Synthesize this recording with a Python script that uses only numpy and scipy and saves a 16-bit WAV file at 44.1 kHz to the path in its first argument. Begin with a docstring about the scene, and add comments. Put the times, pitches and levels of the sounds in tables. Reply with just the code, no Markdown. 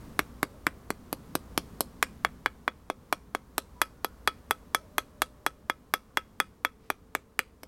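"""A wooden block taps a brass strip round a hand-held steel rod, about four times a second, close to the microphone.
Each blow is a short clack pulse; damped modes make the board knock and thud and the rod ring in the hand,
and grainy noise makes the wood fibres crunch on the brass.
Garden plants throw back a short tail of scattered echoes, over a quiet rumble with a low drone, a breeze,
faint whines and brushes of skin on wood; the hardest blows overload the microphone."""
import sys
import numpy as np
from scipy import signal
from scipy.fft import rfft, irfft, next_fast_len
from scipy.io import wavfile

SR = 44100
rng = np.random.default_rng(int(sys.argv[2]) if len(sys.argv) > 2 else 0)


def dump_mix(stems):
    """Bounce the given channels to the path in sys.argv[1] as a 16-bit WAV at rate SR."""
    frames = np.atleast_2d(stems).T  # one column per channel
    limited = np.clip(frames, -1, 1)  # hard clip at full scale
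    pcm = np.round(limited * 32767).astype(np.int16)
    wavfile.write(sys.argv[1], SR, pcm)


N = 338247

# blows, one a row: t/s, strength level/dB, contact f/Hz (higher = shorter contact), crunch level/dB
BLOWS = [(0.1928, -20.5, 1410, -30), (0.4307, -25, 1210, -32), (.6682, -19.5, 1520, -35),
         (0.9052, -31.5, 1170, -36), (1.1291, -34.5, 850, -32), (1.354, -29.5, 1000, -29),
         (1.578, -28, 1140, -26), (1.8076, -31.5, 845, -24.5), (2.0276, -18, 1340, -26),
         (2.249, -19.5, 1230, -38.5), (2.4607, -21, 1260, -43), (2.6792, -23, 1160, -45.5),
         (2.901, -28.5, 800, -41), (3.1272, -22.5, 940, -32.5), (3.3499, -28, 1020, -40),
         (3.5816, -28, 1020, -27), (3.8171, -18.5, 1270, -26), (4.0469, -28.5, 930, -31.5),
         (4.276, -19, 1280, -31), (4.51, -22, 1110, -30), (4.7483, -21.5, 1130, -27),
         (4.9828, -23, 1170, -27.5), (5.22, -23.5, 1170, -27), (5.465, -23.5, 1150, -32),
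         (5.6991, -25, 1200, -39), (5.939, -22, 1245, -28.5), (6.1728, -22, 1360, -33.5),
         (6.402, -21, 1390, -31), (6.6497, -23, 1400, -36.5), (6.9027, -25.5, 1133, -35),
         (7.1517, -27, 1250, -34.5), (7.3922, -22, 1930, -31), (7.6339, -49, 1500, -46)]
# modes of the board: f/Hz, relative level/dB, t60/s
BOARD_MODES = [(620, -8, .024), (830, -7, .011), (1000, -5, .011), (1160, -1, .016), (1480, -2, .012),
               (1620, -5, .016), (1760, -3, .014), (2090, -1, .014), (2230, -2, .014), (2380, 0, .014),
               (2870, -8, .011)]
# modes of board and hands flexing together: f/Hz, relative level/dB, t60/s
THUD_MODES = [(169, -16.5, 0.078), (287, -2, 0.031), (366, 5.5, 0.012), (516, -16.5, 0.097),
              (635, -10.5, 0.028)]
# modes of the rod with its strip, lowest first: f/Hz, relative level/dB, t60/s
ROD_MODES = [(1298, 0, .085), (3305, -9, .03), (3346, 0, .052), (4936, -21, .045), (5879, -22, .035),
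             (6056, -24, .035), (8414, -22, .028), (10960, -18, .022), (11700, -16, .022),
             (12450, -15, .024)]
# how freely the hand lets the rod ring: t/s, ring level against the blow/dB
GRIP_CURVE = [(0, -26.5), (1.7, -28.5), (2.3, -21.5), (3.55, -19), (3.85, -13), (4.3, -10), (5, -12.5),
              (6.62, -11), (6.95, -22.5)]
# spectrum of crushed fibres on brass, before its tilt: f/Hz, relative level/dB
CRUNCH_SPECTRUM = [(500, -50), (2000, 5), (3100, 5.5), (3900, 4), (5200, 5.5), (6800, 0), (8300, 4),
                   (10000, 4), (11800, 8), (13500, 3), (16000, -17)]
# near reflections off hands, ground and other close surfaces: delay t/s, level/dB
NEAR_ECHOES = [(.0023, -23.5), (.0098, -25.5), (0.0199, -31.5), (0.041, -41)]
# spectrum thrown back by the leaves: f/Hz, relative level/dB
FOLIAGE_SPECTRUM = [(100, -7.5), (400, 5), (780, -7.5), (1250, -4.5), (1900, -5.5), (2300, -0.5), (2800, 2),
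                    (5000, 5.5), (9000, 2), (16000, -16.5)]
# fingers shift on the wood: t/s, half length t/s, level/dB
FINGER_SHIFTS = [(4.37, 0.022, -71), (6.862, 0.055, -69), (7.212, 0.015, -75)]
# spectrum of skin on dry wood: f/Hz, relative level/dB
SKIN_SPECTRUM = [(800, -11.5), (2500, -7.5), (5500, -14.5), (9000, -20.5), (16000, -29)]
# course of the distant rumble: t/s, level/dB before RUMBLE_GAIN_DB
RUMBLE_COURSE = [(0.0, -55.5), (1.19, -59.5), (1.75, -57.5), (2.67, -63), (4.68, -59.5), (6.77, -66.5),
                 (7.67, -66)]
# spectrum of the distant rumble: f/Hz, relative level/dB
RUMBLE_SPECTRUM = [(20, -8), (55, 0.5), (80, 0), (130, -6), (250, -6.5), (350, -12.5), (450, -9.5),
                   (600, -17), (780, -19), (1100, -16.5), (1500, -24), (2500, -32.5), (8000, -36.5),
                   (16000, -38.5)]
# gusts of the breeze: t/s, half length t/s, level/dB
BREEZE_GUSTS = [(.05, .28, -49), (1.68, 0.57, -51)]
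# spectrum of the breeze: f/Hz, relative level/dB
BREEZE_SPECTRUM = [(25, -5.5), (60, -1.5), (120, -5.5), (240, 1), (400, -18), (700, -21.5), (1200, -24.5),
                   (2400, -32.5), (6000, -36.5), (16000, -41)]
# faint far-off whines: start t/s, end t/s, f/Hz, mean level/dB
FAR_WHINES = [(0.405, .62, 566, -55), (3.752, 3.815, 997, -54), (3.863, 4.24, 1440, -66),
              (4.288, 5.898, 599, -63.5), (6.402, 7.67, 444, -65)]

AGE = np.arange(-132, 8820) / SR  # seconds from the contact, with a short lead-in
MODE_SCATTER_DB = 2
BOARD_DETUNE, THUD_DETUNE, ROD_DETUNE = .025, .02, .002  # spread as a fraction of each mode's pitch
KNOCK_DB = -5  # the board's modes against the clack
PING_DB = 2.5  # the rod's overtones against its grip-damped level
# the board starts with its face to the microphone and is turned edge-on
TURN_START_S, TURN_END_S = 1.65, 2
FACE_THUD_DB, EDGE_THUD_DB = -26.5, -33.5  # the most that the yielding hands let through
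THUD_OVER_CLACK_DB = 3  # a light blow's thud is held to this above its clack
FACE_CANCEL_HZ, EDGE_CANCEL_HZ = 140, 279  # tones below this cancel round the board
RUMBLE_GAIN_DB, CALM_DB = 6.5, -61.5  # lift of the rumble; floor of the breeze
HUM_HZ, HUM_DB = 59, -7.5  # drone: centre pitch, mean level against the rumble
TOP_HZ = 16300


def tap(strength_db, contact_hz, crunch_db, facing, grip_db, ping_send_db=-5):
    """One blow and its echoes: clack, knock, thud, crunch and the ring of the rod, summed."""
    thud_limit_db = EDGE_THUD_DB + facing * (FACE_THUD_DB - EDGE_THUD_DB)
    thud_db = min(thud_limit_db, strength_db + THUD_OVER_CLACK_DB)
    cancel_hz = EDGE_CANCEL_HZ + facing * (FACE_CANCEL_HZ - EDGE_CANCEL_HZ)
    pulse = burst(clack(contact_hz), strength_db)
    knock = burst(low_cut(board(contact_hz), cancel_hz), strength_db + KNOCK_DB)
    wood = pulse + knock + thud(thud_db, cancel_hz) + crunch(crunch_db)
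    body, ping = rod(strength_db, grip_db)
    # the rod is small and close to the microphone, so less of its high ping reaches the plants
    to_plants = wood + body + undb(ping_send_db) * ping
    return wood + body + ping + garden(to_plants)


def clack(hz):
    """The board stops dead: suction, a sharp push of air, suction again."""
    u = np.pi * hz * AGE
    return (1 - 2 * u ** 2) * np.exp(-u ** 2)


def board(contact_hz, brighten_db=7, neutral_hz=1250, lag_s=0.00016, rebound_s=0.001923, rebound_db=-4):
    """The board springs back and knocks, then rebounds once; a shorter contact favours its higher modes."""
    modes = tilt(BOARD_MODES, brighten_db * np.log2(contact_hz / neutral_hz))
    again_s = rebound_s * np.exp(.15 * rng.standard_normal())
    first = ring(modes, AGE - lag_s, BOARD_DETUNE)
    rebound = ring(modes, AGE - again_s, BOARD_DETUNE)
    return -first - undb(rebound_db) * rebound


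def thud(db, cancel_hz, lead_s=0.00051, deepen=1.0, neutral_db=-30):
    """Board and hands flex; the heavier the thud, the deeper it is."""
    modes = tilt(THUD_MODES, deepen * (neutral_db - db))
    flex = ring(modes, AGE + lead_s, THUD_DETUNE)
    # the lowest tones cancel round the edges of so small a board
    return burst(low_cut(flex, cancel_hz), db)


def crunch(db, lead_s=0.00087, snap_t60=0.003, snap_db=7, crush_t60=0.021, tail_t60=0.02, tail_db=-16,
           brighten=0.17, neutral_db=-34):
    """The strip slaps the rod as contact begins and fibres crush, with a thin fizz beneath; louder is brighter."""
    t = AGE + lead_s
    grains = rng.standard_normal(len(t)) * np.exp(.5 * rng.standard_normal(len(t)))
    snap = undb(snap_db) * fade(t, snap_t60)
    fizz = undb(tail_db) * fade(t, tail_t60)
    force = snap + fade(t, crush_t60) + fizz
    spectrum = tilt(CRUNCH_SPECTRUM, brighten * (db - neutral_db))
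    return burst(colour(grains * force, spectrum), db)


def rod(strength_db, grip_db, lag_s=0.0008):
    """The rod's lowest mode, a little late, and its overtones; the hand's grip damps both."""
    body = burst(ring(ROD_MODES[:1], AGE - lag_s, ROD_DETUNE), strength_db + grip_db)
    ping = burst(ring(ROD_MODES[1:], AGE, ROD_DETUNE), strength_db + PING_DB + grip_db)
    return body, ping


def garden(blow, early_t60=0.071, early_db=-18, late_t60=0.25, late_db=-27, onset_s=0.0014):
    """Near echoes, then leaves that scatter a blow along uneven paths, drawn afresh for each blow."""
    t = AGE - AGE[0]
    response = sum(undb(db) * np.sinc((t - delay) * SR) for delay, db in NEAR_ECHOES)
    for t60, db in (early_t60, early_db), (late_t60, late_db):
        # about 6000 leaf echoes a second
        leaves = rng.standard_normal(len(t)) * (rng.random(len(t)) < 6000 / SR)
        onset = 1 - np.exp(-(t / onset_s) ** 2)
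        scatter = colour(leaves * fade(t, t60) * onset, FOLIAGE_SPECTRUM)
        response = response + undb(db) * scatter / np.sqrt(np.sum(scatter ** 2))
    return signal.fftconvolve(blow, response)[:len(blow)]


def rustles():
    """Skin slides on dry wood: coloured noise in short uneven brushes."""
    noise = colour(rng.standard_normal(N), SKIN_SPECTRUM)
    return noise / np.std(noise) * swells(FINGER_SHIFTS) * undb(3 * walk(90))


def outdoors():
    """Noise rumble with a wavering low drone, and a noise breeze that settles to a calm floor after two gusts."""
    t = np.arange(N) / SR
    rumble = undb(np.interp(t, *np.transpose(RUMBLE_COURSE)) + RUMBLE_GAIN_DB)
    breeze = undb(CALM_DB) + swells(BREEZE_GUSTS)
    drone = np.sqrt(2) * np.sin(2 * np.pi * HUM_HZ * t + walk(8))
    out = rumble * undb(HUM_DB + 3 * walk(4)) * drone
    layers = (RUMBLE_SPECTRUM, rumble, .7), (BREEZE_SPECTRUM, breeze, 1.5)
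    for spectrum, gain, flutter_db in layers:
        noise = colour(rng.standard_normal(N), spectrum)
        out = out + noise / np.std(noise) * gain * undb(flutter_db * walk(4.8))
    return out


def whines():
    """Narrow far-off tones, wavering in pitch and level, that swell and fade."""
    t = np.arange(N) / SR
    out = np.zeros(N)
    for start, end, hz, db in FAR_WHINES:
        progress = np.clip((t - start) / (end - start), 0, 1)
        swell = np.sqrt(np.abs(np.sin(np.pi * progress)))
        tone = np.sin(2 * np.pi * hz * t + 1.6 * walk(50))
        out += undb(db + 3 * walk(20)) * swell * tone
    return out


def ring(modes, t, detune):
    """Damped modes; grip and striking point shift their pitch and strength from blow to blow."""
    hz, db, t60 = np.transpose(modes)[:, :, None]
    chance = rng.standard_normal((len(modes), 2, 1))
    gain = undb(db + MODE_SCATTER_DB * chance[:, 0])
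    pitch = hz * (1 + detune * chance[:, 1])
    return np.sum(gain * fade(t, t60) * np.sin(2 * np.pi * pitch * t), axis=0)


def fade(t, t60):
    """Exponential decay that starts at t = 0 and falls 60 dB in t60 seconds."""
    return (t >= 0) * np.exp(-np.log(1000) * np.maximum(t, 0) / t60)


def burst(x, db):
    """Scale a short sound to the energy of 10 ms at this level."""
    return x * undb(db) * np.sqrt(SR / 100 / np.sum(x ** 2))


def tilt(rows, slope):
    """Lean a spectrum or a set of modes by a slope in dB an octave above its first row."""
    return [(hz, db + slope * np.log2(hz / rows[0][0]), *rest) for hz, db, *rest in rows]


def colour(x, points):
    """Causal filter with a (f/Hz, level/dB) spectrum, made from its cepstrum."""
    size = next_fast_len(len(x))
    hz, db = np.transpose(points)
    freq = np.maximum(np.arange(size // 2 + 1) * SR / size, 1)
    cepstrum = irfft(np.interp(np.log(freq), np.log(hz), np.log(undb(db))), size)
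    # fold the cepstrum to positive time: minimum phase
    cepstrum[1:size // 2] *= 2
    cepstrum[size // 2 + 1:] = 0
    return irfft(rfft(x, size) * np.exp(rfft(cepstrum)), size)[:len(x)]


def low_cut(x, hz):
    """Second-order high-pass."""
    return signal.sosfilt(signal.butter(2, hz, "high", fs=SR, output="sos"), x)


def swells(rows):
    """A bell-shaped rise and fall for each (t/s, half length t/s, level/dB)."""
    t = np.arange(N) / SR
    return sum(undb(db) * np.exp(-((t - s) / length) ** 2) for s, length, db in rows)


def walk(rate):
    """Slow chance with a spread near 1: random points, rate of them a second, joined by lines."""
    knots = rng.standard_normal(800)
    return np.interp(np.arange(N) / SR * rate, np.arange(len(knots)), knots)


def undb(db):
    """Decibels to gain."""
    return 10 ** (np.asarray(db) / 20)


def scene():
    """The run of blows in the garden, while the board turns and the grip on the rod loosens and tightens."""
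    blows = np.zeros(N + len(AGE))
    for s, strength_db, contact_hz, crunch_db in BLOWS:
        facing = np.interp(s, (TURN_START_S, TURN_END_S), (1, 0))  # 1 face-on, 0 edge-on
        grip_db = np.interp(s, *np.transpose(GRIP_CURVE))
        start = int(round((s + AGE[0]) * SR))
        blows[start:start + len(AGE)] += tap(strength_db, contact_hz, crunch_db, facing, grip_db)
    return (blows[:N] + rustles() + outdoors() + whines())[None]


def record(dry, ceiling=0.42, overload_low_hz=150):
    """The microphone flattens the highest peaks, which adds grit but little bass; the top is cut."""
    grit = low_cut(np.clip(dry, -ceiling, ceiling) - dry, overload_low_hz)
    top_cut = signal.ellip(8, .2, 70, TOP_HZ, fs=SR, output="sos")
    return signal.sosfilt(top_cut, dry + grit)


dry = scene()
out = record(dry)
dump_mix(out)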